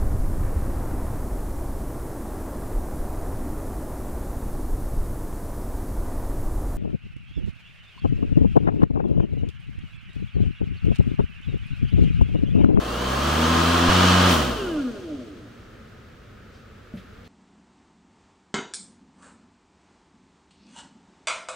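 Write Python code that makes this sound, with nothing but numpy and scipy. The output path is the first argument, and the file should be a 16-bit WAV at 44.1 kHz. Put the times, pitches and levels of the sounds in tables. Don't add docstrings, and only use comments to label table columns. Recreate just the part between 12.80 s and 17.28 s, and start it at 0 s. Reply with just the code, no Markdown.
import sys
import numpy as np
from scipy import signal
from scipy.fft import rfft, irfft
from scipy.io import wavfile
from scipy.ndimage import uniform_filter1d

SR = 44100
rng = np.random.default_rng(int(sys.argv[2]) if len(sys.argv) > 2 else 0)


def pcm_store(signal):
    levels = np.round(np.clip(np.atleast_2d(signal), -1, 1) * 32767)
    wavfile.write(sys.argv[1], SR, levels.astype(np.int16).T)


N = 197479
T = np.arange(N) / SR
HZ = np.arange(N // 2 + 1) * SR / N
FULL_HZ, OFF_S = 91.1, 1.483
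CUT_S = 1.093


def undb(db):
    return 10 ** (np.asarray(db) / 20)


def over_hz(table):
    hz, value = np.transpose(table)
    return np.interp(np.log(HZ + 1), np.log(hz), value)


def unit(x):
    return x / np.sqrt(np.mean(x ** 2))


def wander(rate_hz):
    hold = int(SR / rate_hz)
    steps = np.repeat(rng.standard_normal(N // hold + 1), hold)
    return 1.47 * uniform_filter1d(uniform_filter1d(steps, hold), hold)[:N]


def wide_noise(gain):
    # frequency in Hz, left-right correlation.
    coherence = [(40, 1), (150, 0.92), (350, 0.85), (700, 0.079), (1400, 0.72), (3000, 0.5), (8000, 0.5),
                 (15000, 0.43)]
    alike = np.clip(over_hz(coherence), 0, 1)
    mid, side = rfft(rng.standard_normal((2, N)))
    return gain * (np.sqrt(1 + alike) * mid + np.sqrt(1 - alike) * side * np.array([[1], [-1]]))


def rotor_speed():
    start_hz, ramp_hz_per_s, settle_hz, settle_s = 52.5, 44.5, 86.5, .235
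    slow_s, drag_hz = .57, 3.5
    gap_hz = ramp_hz_per_s * settle_s
    knee_s = (settle_hz - gap_hz - start_hz) / ramp_hz_per_s
    effort = np.exp(-np.clip(T - knee_s, 0, None) / settle_s) * (T < CUT_S)
    rising = np.where(T < knee_s, start_hz + ramp_hz_per_s * T, settle_hz - gap_hz * effort)
    falling = (FULL_HZ + drag_hz) * np.exp(-np.clip(T - OFF_S, 0, None) / slow_s) - drag_hz
    return np.where(T < CUT_S, rising, np.clip(falling, 0, None)), effort


def deck(hz):
    # frequency in Hz, bandwidth in Hz, peak in dB relative to the open path.
    modes = [(188, 26, 5.5), (246.6, 24, 16), (305, 25, 1), (340.3, 28, 11), (470, 29, 6.5),
             (600, 31, -0.5), (1058.5, 21.4, 8), (1219, 75, 4), (1322, 43, 1.5), (1476, 18, 3.5),
             (1640, 17, 7), (3130, 370, 4.5), (4400, 180, -2.5), (6020, 140, -6), (9100, 190, 1)]
    return np.sqrt(1 + sum(undb(2 * db) / (1 + (2 * (hz - f) / width) ** 2) for f, width, db in modes))


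def blade(hz, passes, flutter_db=.4):
    # multiple of the pass rate, relative level in dB.
    harmonics = [(1, 5.5), (2, -1), (3, -8), (4, -14)]
    level = undb(-29 - .5 * (T < CUT_S)) * (hz / FULL_HZ) ** 3.2
    pulses = sum(undb(db + k * flutter_db * wander(14.93)) * deck(k * hz) * np.cos(2 * np.pi * k * passes)
                 for k, db in harmonics)
    return np.sqrt(2) * level * pulses


def motor(hz, passes, poles=8, waver_db=.8):
    # multiple of eight times the pass rate, relative dB under power, relative dB in braking.
    harmonics = [(1, -3, 1), (2, -2, -6.5), (3, -8, -10), (4, -1, -7), (5, -6, -8), (6, -1.5, -12),
                 (7, -9, -11.5), (8, -6, -16), (9, -10, -16), (10, -8, -26), (11, -14, -28), (12, -13, -28),
                 (13, -12, -30)]
    rest_hz, fade_hz, dull_hz = 3, 17, 50
    fade = np.clip((hz - rest_hz) / (fade_hz - rest_hz), 0, 1)
    pull = undb(np.interp(T, (0, OFF_S, OFF_S + .35), (-33, -29.5, -24))) * fade
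    braking = np.clip((T - 1.38) / .079, 0, 1)
    whine = 0
    for k, power_db, brake_db in harmonics:
        db = power_db + braking * (brake_db - power_db) + waver_db * wander(18)
        dulling = np.minimum(hz / dull_hz, 1) ** (.2 * (k - 1))
        whine += undb(db) * dulling * np.sin(2 * np.pi * (k * poles * passes + rng.random()))
    rumble = undb(-38) * (hz / FULL_HZ) ** .93 * rng.standard_normal(N)
    return housing(pull * whine + rumble)


def housing(force):
    # frequency in Hz, width in Hz, peak gain in dB.
    modes = [(250, 36, 0), (298, 34, 5), (355, 60, -5), (420, 70, -8), (487, 30, -5), (605, 50, -2),
             (1240, 80, -10), (1430, 70, -2), (1620, 150, -8), (2880, 350, -4), (3120, 110, -4),
             (4000, 400, -8), (4550, 400, -7), (6400, 200, -2), (8000, 900, -12), (9400, 400, -11)]
    response = sum((-1) ** k * undb(db) / (1 + 1j * (HZ ** 2 - f ** 2) / (width * (HZ + 1))) ** 2
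                   for k, (f, width, db) in enumerate(modes))
    return irfft(rfft(force) * response, N)


def air(hz, effort, passes, chop=.071, gust_db=.5):
    # frequency in Hz, relative spectral density in dB.
    spectrum = [(59, -16.5), (100, -21), (134, -16), (189, -17), (313, -16), (671, -6), (847, -9),
                (1210, -6.5), (2150, -18), (3150, -18.5), (6000, -25.5), (9000, -34.5), (12000, -41),
                (15700, -39)]
    # gain in dB at full speed, speed exponent, gain in dB of a
    # slower-fading swirl, dB added on the ramp, dB scaling the brake's puff.
    band_laws = [(-43, 3.0, -22.5, 0, 3.5), (-21, 3.33, -56, 0.3, 1.7), (-18.5, 3.94, -30, -0.5, 4.5),
                 (-19, 2.8, -32, 2, 10)]
    noise = wide_noise(undb(over_hz(spectrum)) * deck(HZ) ** .91)
    low, mid, high = (1 / (1 + (HZ / split_hz) ** 6) for split_hz in (624, 2070, 8400))
    bands = [irfft(noise * part, N) for part in (low, mid - low, high - mid, 1 - high)]
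    since_off = np.clip(T - OFF_S, 0, None)
    puff = np.clip(since_off / .036, 0, 1) * np.exp(-since_off / .16)
    speed = hz / FULL_HZ
    stream = 0
    for band, (db, exponent, swirl_db, ramp_db, brake_db) in zip(bands, band_laws):
        level = np.hypot(undb(db) * speed ** exponent, undb(swirl_db) * speed ** 1.345)
        stream += band * level * undb(ramp_db * effort + brake_db * puff + gust_db * wander(17.7))
    return stream / np.std(bands[1]) * (1 + chop * np.cos(2 * np.pi * passes))


def outdoor_hum(level_db=-45.5, swell_db=.4):
    # frequency in Hz, relative spectral density in dB.
    spectrum = [(15, -30), (30, -7.5), (116, -2), (156, -13.5), (228, -5.5), (290, -15), (480, -12.5),
                (620, -19), (950, -26.5), (1150, -21.5), (1260, -16), (2020, -25), (3380, -30),
                (7000, -41.5), (11000, -51), (15700, -48)]
    hum = irfft(wide_noise(undb(over_hz(spectrum))), N)
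    return unit(hum) * undb(level_db + swell_db * wander(3.15))


def cut_bump(level_db=-17, width_s=.0056):
    return undb(level_db) * np.exp(-((T - CUT_S) / width_s) ** 2)


def shoe(knock_hz=585, knock_db=-18):
    # start in seconds, level in dB, frequency in Hz, 60 dB decay time in seconds.
    thuds = [(4.1385, -23, 215, .07), (4.1505, -25, 175, .04), (4.168, -33, 190, .16)]
    # start in seconds, level in dB, band frequency in Hz, rise time in seconds.
    scuffs = [(3.72, -62.5, 4400, .03), (4.14, -70, 11000, .025), (4.168, -51.5, 2800, .013),
              (4.44, -59, 3500, .02)]
    out = np.zeros(N)
    for start, db, hz, t60 in thuds:
        t = np.clip(T - start, 0, None)
        envelope = (1 - np.exp(-t / .001)) * np.exp(-np.log(1000) * t / t60)
        knock = undb(knock_db) * np.sin(2 * np.pi * knock_hz * t)
        out -= undb(db) * envelope * (np.sin(2 * np.pi * hz * t) + knock)
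    for start, db, hz, rise in scuffs:
        t = np.clip(T - start, 0, None)
        band = signal.butter(2, (hz / 1.7, hz * 1.28), "band", fs=SR, output="sos")
        grit = unit(signal.sosfilt(band, rng.standard_normal(N)))
        out += undb(db) * grit * (t / rise) * np.exp(1 - t / rise)
    return out


def garage(direct, t60_s=.5, tail_db=-11):
    t = T[:int(SR * t60_s)]
    tail = rng.standard_normal((2, len(t))) * np.exp(-np.log(1000) * t / t60_s) * (t > .006)
    tail = signal.sosfilt(signal.butter(1, 300, "high", fs=SR, output="sos"), tail)
    tail /= np.sqrt(np.sum(tail ** 2, axis=1, keepdims=True))
    return direct + undb(tail_db) * signal.fftconvolve(direct[None], tail, axes=1)[:, :N]


def scene():
    hz, effort = rotor_speed()
    phase_skip = .2 * np.clip((T - CUT_S) / .0018, 0, 1)
    passes = np.cumsum(hz) / SR - phase_skip
    reverberant = garage(blade(hz, passes) + motor(hz, passes) + cut_bump() + shoe())
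    return reverberant + air(hz, effort, passes) + outdoor_hum()


def record(dry):
    return signal.sosfilt(signal.ellip(10, .2, 80, 15750, fs=SR, output="sos"), dry)


dry = scene()
out = record(dry)
pcm_store(out)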